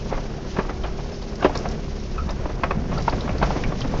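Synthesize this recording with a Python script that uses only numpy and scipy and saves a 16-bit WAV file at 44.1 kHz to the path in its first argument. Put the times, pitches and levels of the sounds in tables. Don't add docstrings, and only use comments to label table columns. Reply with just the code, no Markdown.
import sys
import numpy as np
from scipy import signal
from scipy.fft import rfft, irfft
from scipy.io import wavfile

SR = 44100
rng = np.random.default_rng(int(sys.argv[2]) if len(sys.argv) > 2 else 0)


def wrap_up_sound(samples):
    columns = np.atleast_2d(samples).T
    tamed = np.clip(columns, -1, 1)
    steps = np.round(tamed * 32767).astype(np.int16)
    wavfile.write(sys.argv[1], SR, steps)


N = 176400

# time in seconds, firings per second.
FIRING_RATE = [(0, 37.8), (.7, 33.6), (1.04, 37.1), (1.4, 36), (1.8, 36.8), (2.2, 33.9), (2.9, 35.8),
               (3.3, 33.1), (4, 48.4)]
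# multiple of the firing rate, relative level in dB.
ENGINE_TONES = [(1, -0.5), (2, -8), (3, -10.5), (4, -6.5), (5, -16.5), (6, -8), (7, -21.5), (9, -13.5),
                (10, -12.5), (11, -9), (15, -24)]
# time in seconds, rumble in dB, boom in dB,
# base level of the tyre roar and the clatter in dB.
ROLL_LEVELS = [(0, -26, -38, -35.5), (.45, -37, -39.5, -37), (.75, -29.5, -42.5, -37),
               (1.35, -34, -40, -37), (1.55, -29.5, -35.5, -32), (2.05, -32, -43.5, -39),
               (2.25, -27, -36.5, -36), (2.8, -29.5, -31, -33), (3.1, -26.5, -29.5, -33),
               (3.55, -26.5, -29.5, -29), (3.75, -30.5, -33.5, -35), (4, -27, -27.5, -29.5)]
# frequency in Hz, relative level in dB.
RUMBLE_SPECTRUM = [(7, -28.5), (13, -4), (20, 1), (33, -7), (52, -3.5), (70, -5), (90, -14.5), (140, -21),
                   (300, -66.5)]
ROAR_SPECTRUM = [(80, -16), (150, 3), (280, -0.5), (320, -2), (450, 2), (650, -4), (1000, -12),
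                 (1500, -13.5), (2500, -21.5), (5000, -40)]
HISS_SPECTRUM = [(700, -22.5), (1800, 5), (2900, 8), (3600, 6.5), (4600, 7.5), (5600, 8.5), (6500, 3.5),
                 (7200, -7), (7700, -32.5)]
# time in seconds, level in dB.
AIR_LEVEL = [(0, -48), (.28, -46), (.4, -51.5), (.5, -44.5), (.67, -49.5), (1.1, -47.5), (1.8, -47.5),
             (2.88, -51.5), (2.95, -44), (3.2, -45), (3.32, -49), (3.52, -41), (3.69, -47), (4, -45.5)]
# frequency in Hz, relative level in dB.
CRACK_SPECTRUM = [(100, -5), (300, -5), (550, 4.5), (800, 4), (960, 3), (1120, 3), (1400, -3.5),
                  (1900, -7.5), (2500, -10.5), (3200, -19), (5000, -25), (7500, -48.5)]
# pitch in Hz, relative level in dB, seconds to fade by 60 dB.
DECK_NOTES = [(281, 2.5, 0.14), (367, 2, 0.068), (446, -7, 0.13), (599.4, -0.5, 0.14), (721, -4, 0.13),
              (1073, -7, 0.11)]
# start in seconds, crack level in dB, clack pitch in Hz,
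# clack and thud levels in dB compared with the crack, the crack's fade time in seconds.
PLANK_KNOCKS = [(.1, -28.5, 600, -16, -6, 0.046), (0.124, -25.5, 505, 4, -4.5, 0.028),
                (0.178, -29, 770, -4, -1.5, 0.0078), (0.564, -26.5, 875, -17, -8, 0.012),
                (.586, -22.5, 530, -10, -0.5, 0.0095), (.591, -23, 1140, -0.5, -12, 0.018),
                (0.649, -34, 1200, -14, -9, 0.01), (0.693, -26.5, 890, -13, -2.5, 0.014),
                (0.841, -26, 810, -18, -9, 0.023), (.988, -35.5, 800, -7, -12, .012),
                (1.424, -23, 1110, -10, -7, 0.014), (1.446, -15, 592, 2.5, 5, 0.0096),
                (1.451, -27.5, 1107, 9, 6.5, 0.014), (1.495, -31, 750, -0.5, 4, 0.0067),
                (1.551, -23.5, 583, -6.5, -10, .011), (1.655, -26, 740, -16, -21, 0.0059),
                (2.288, -26.5, 670, -5, -24, 0.022), (2.456, -32, 645, 4.5, 4, 0.0069),
                (2.494, -31.5, 640, -11, -1, 0.013), (2.635, -18, 1045, -4.5, -16, 0.007),
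                (2.708, -20, 833, -8, -12, 0.0078), (2.917, -27, 570, -5.5, -2.5, 0.019),
                (2.984, -31, 1098, -26, -21, 0.0056), (3.079, -18, 923, 1, -13.5, 0.0079),
                (3.125, -25.5, 645, -13, 0.5, 0.0093), (3.277, -30.5, 1025, -2.5, -6, 0.0088),
                (3.292, -28.5, 1000, -20, -10.5, 0.0044), (3.412, -23.5, 635, -26, -5, 0.019),
                (3.426, -15, 1068, -6, -15.5, 0.0092), (3.505, -25, 827, -3, -8, .007),
                (3.559, -26.5, 584, -20, 3.5, 0.034), (3.637, -36, 1000, 0, -5, .007),
                (3.72, -30.5, 717, -10, 4.5, 0.0093), (3.808, -35.5, 1400, -9, -8, 0.0044),
                (3.846, -31.5, 586, 3.5, -8, .007), (3.937, -32, 642, 5, 6, .01)]
# start in seconds, level in dB, pitch in Hz.
WHEEL_DROPS = [(0.141, -20.5, 29.5), (0.584, -19.5, 182), (1.446, -18.5, 217), (2.228, -19.5, 55.6),
               (2.77, -23.5, 202), (3.407, -15.5, 40.8), (3.424, -19.5, 173), (3.655, -17.5, 30)]
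# start in seconds, level in dB, pitch in Hz, fade time in seconds.
CABIN_TICKS = [(0.836, -38.5, 3000, .007), (1.225, -44.5, 4600, .004), (1.356, -43.5, 5270, 0.003),
               (1.424, -35, 2900, .007), (1.444, -28.5, 2760, 0.008), (1.554, -35, 4320, 0.0048),
               (1.575, -32.5, 5260, 0.0024), (1.59, -46, 5460, 0.0018), (1.688, -39.5, 5270, .003),
               (1.712, -45, 5640, 0.0047), (2.293, -41, 3840, 0.0043), (2.306, -40, 5200, 0.0063),
               (2.636, -32.5, 2380, 0.0064), (2.709, -36, 2150, 0.0055), (2.98, -37, 4406, 0.0041),
               (3.022, -39.5, 5050, 0.0066), (3.097, -36, 4400, 0.0043), (3.208, -36.5, 3780, 0.0037),
               (3.294, -35.5, 2320, 0.0038), (3.384, -41, 4466, 0.0028), (3.637, -28, 2251, 0.0047),
               (3.807, -37.5, 4500, 0.0026), (3.815, -33, 3117, 0.0052)]
# start in seconds, level in dB, pitch in Hz, fade time in seconds.
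TIMBER_CREAKS = [(1.126, -43, 5240, 0.0037), (1.407, -35.5, 1540, .008), (1.655, -29.5, 705, 0.019),
                 (2.176, -26.5, 1276, 0.015), (2.966, -33, 1326, 0.012)]


def amp(db):
    return 10 ** (np.asarray(db) / 20)


def unit_level(x):
    return x / np.sqrt(np.mean(x ** 2) + 1e-20)


def unit_hit(x):
    return x / np.sqrt(np.sum(x ** 2) / (SR / 100) + 1e-20)


def hit_time():
    return np.arange(SR // 4) / SR


def follow(table, column=1):
    rows = np.array(table)
    return np.interp(np.arange(N) / SR, rows[:, 0], rows[:, column])


def add(mix, start_s, sound):
    part = mix[max(round(start_s * SR), 0):][:len(sound)]
    part += sound[:len(part)]


def colour(x, spectrum, size=2 ** 14):
    hz, db = np.transpose(spectrum)
    bin_hz = abs(np.fft.fftfreq(size, 1 / SR))
    log_gain = np.log(amp(np.interp(np.log(bin_hz + 1), np.log(hz), db)))
    response = np.exp(np.conj(signal.hilbert(log_gain)))
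    taps = np.fft.ifft(response).real[:size // 2]
    return signal.fftconvolve(x, taps)[:len(x)]


def drift(rate_hz):
    hz = np.fft.rfftfreq(N, 1 / SR)
    slow_only = np.exp(-(hz / rate_hz) ** 2) * (hz > 0)
    return unit_level(irfft(rfft(rng.standard_normal(N)) * slow_only, N))


def noise(spectrum):
    return unit_level(colour(rng.standard_normal(N + SR // 2), spectrum)[-N:])


def resonate(x, hz, width_hz):
    spin = np.exp(2j * np.pi * hz * np.arange(len(x)) / SR)
    pole = np.exp(-np.pi * width_hz / SR)
    return (spin * signal.lfilter([(1 - pole) ** 2], [1, -2 * pole, pole * pole], x / spin)).real


def scatter(per_s, spread_db):
    clicks = rng.random(N) < per_s / SR
    return clicks * amp(spread_db * np.minimum(rng.exponential(1, N), 2))


def engine(level_db=-32.5, wobble=0.0058, flutter_db=0.5):
    firings = np.cumsum(follow(FIRING_RATE) * (1 + wobble * drift(4.5))) / SR
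    hum = np.zeros(N)
    for multiple, db in ENGINE_TONES:
        gain = amp(db + flutter_db * drift(2.8))
        hum += gain * np.cos(2 * np.pi * (multiple * firings + rng.random()))
    return amp(level_db) * unit_level(hum)


def rolling(roar_db=-1.5, lumps_db=2, flicker_db=1.7):
    rumble = noise(RUMBLE_SPECTRUM) * amp(follow(ROLL_LEVELS, column=1))
    roar = unit_level(noise(ROAR_SPECTRUM) * amp(lumps_db * drift(27)))
    roar *= amp(roar_db + follow(ROLL_LEVELS, column=3))
    hiss = noise(HISS_SPECTRUM) * amp(follow(AIR_LEVEL) + flicker_db * drift(54))
    return rumble + roar + hiss


def heave(hz, cycles):
    t = hit_time()
    return unit_hit(t * np.exp(-t * hz / cycles) * np.sin(2 * np.pi * hz * t))


def boom(boards=14, thuds_per_s=110, low_hz=112.3, high_hz=251.2):
    thuds = np.zeros(N)
    for hz in np.geomspace(low_hz, high_hz, boards):
        treads = scatter(thuds_per_s / boards, spread_db=3)
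        thuds += signal.oaconvolve(treads, heave(hz, cycles=1.12))[:N]
    return unit_level(thuds) * amp(follow(ROLL_LEVELS, column=2))


def chatter(fade_s, rise_share=0.13, tail_db=-26, tail_s=0.073):
    t = hit_time()
    rise = 1 - np.exp(-t / (rise_share * fade_s))
    fall = np.exp(-t / fade_s) + amp(tail_db) * np.exp(-t / tail_s)
    return rng.standard_normal(len(t)) * rise * fall


def strike(fade_s, hard_s=0.002):
    contact = unit_hit(signal.unit_impulse(len(hit_time())))
    return hard_s / fade_s * contact + unit_hit(chatter(fade_s))


def deck_ring():
    t = hit_time()
    return sum((-1) ** k * amp(db - 60 * t / ring_s) * np.sin(2 * np.pi * hz * t)
               for k, (hz, db, ring_s) in enumerate(DECK_NOTES))


def knock(hz, clack_db, thud_db, fade_s, clack_s=0.0011, thud_rise_s=0.00048):
    t = hit_time()
    crack = colour(strike(fade_s), CRACK_SPECTRUM)
    phase = 2 * np.pi * hz * t
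    notes = np.sin(phase) + amp(-7) * np.sin(1.482 * phase)
    clack = (t / clack_s) ** 2 * np.exp(-t / clack_s) * notes
    thud = deck_ring() * (1 - np.exp(-t / thud_rise_s))
    return unit_hit(crack) + amp(clack_db) * unit_hit(clack) + amp(thud_db) * unit_hit(thud)


def clatter(boards=12, knocks_per_s=81, gain_db=-8.5):
    out = np.zeros(N)
    for _ in range(boards):
        board = knock(hz=rng.uniform(450, 1067), clack_db=-4, thud_db=1.5, fade_s=0.005)
        shifts = scatter(knocks_per_s / boards, spread_db=-1.5)
        out += signal.oaconvolve(shifts, board)[:N]
    return amp(gain_db + follow(ROLL_LEVELS, column=3)) * unit_level(out)


def planks(swell_s=0.013):
    out, t = np.zeros(N), hit_time()
    swell = np.exp(-t[::-1] / swell_s)
    for start_s, db, hz, clack_db, thud_db, fade_s in PLANK_KNOCKS:
        scuff = colour(rng.standard_normal(len(t)) * swell, CRACK_SPECTRUM)[-round(start_s * SR):]
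        scuff_db = min(db - 6, -40)
        add(out, start_s - len(scuff) / SR, amp(scuff_db) * unit_hit(scuff))
        add(out, start_s, amp(db) * knock(hz, clack_db, thud_db, fade_s))
    return out


def jolts():
    out = np.zeros(N)
    for start_s, db, hz in WHEEL_DROPS:
        add(out, start_s, amp(db) * heave(hz, cycles=0.69))
    return out


def ticks():
    out = np.zeros(N)
    for start_s, db, hz, fade_s in CABIN_TICKS:
        touch = strike(fade_s)
        click = unit_hit(resonate(touch, hz, width_hz=0.41 * hz))
        ring = 0.21 * unit_hit(resonate(touch, hz, width_hz=180))
        splash = 0.23 * unit_hit(colour(touch, HISS_SPECTRUM))
        add(out, start_s, amp(db) * unit_hit(click + ring + splash))
    return out


def creaks(width_hz=124):
    out = np.zeros(N)
    for start_s, db, hz, fade_s in TIMBER_CREAKS:
        slips = chatter(fade_s)
        note = resonate(slips, hz, width_hz)
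        overtone = 0.079 * resonate(slips, 2 * hz, 2 * width_hz)
        add(out, start_s, amp(db) * unit_hit(note + overtone))
    return out


def cabin(x, echoes=10, echo_db=-14, spread_s=0.016):
    out = x.copy()
    delays = spread_s * (np.arange(echoes) + 1 + rng.random(echoes)) / echoes
    for delay, sign in zip(delays, rng.choice([-1, 1], echoes)):
        add(out, delay, sign * amp(echo_db) / np.sqrt(echoes) * x)
    return out


def scene():
    driving = engine() + jolts() + boom() + rolling()
    rattling = clatter() + planks() + ticks() + creaks()
    return (driving + cabin(rattling))[None]


def record(dry):
    ceiling, cutoff_hz = 0.75, 7600
    rounded = dry / (1 + (dry / ceiling) ** 6) ** (1 / 6)
    low_pass = signal.firwin(301, cutoff_hz, window=("kaiser", 8), fs=SR)
    return signal.oaconvolve(rounded, low_pass[None], "same")


dry = scene()
out = record(dry)
wrap_up_sound(out)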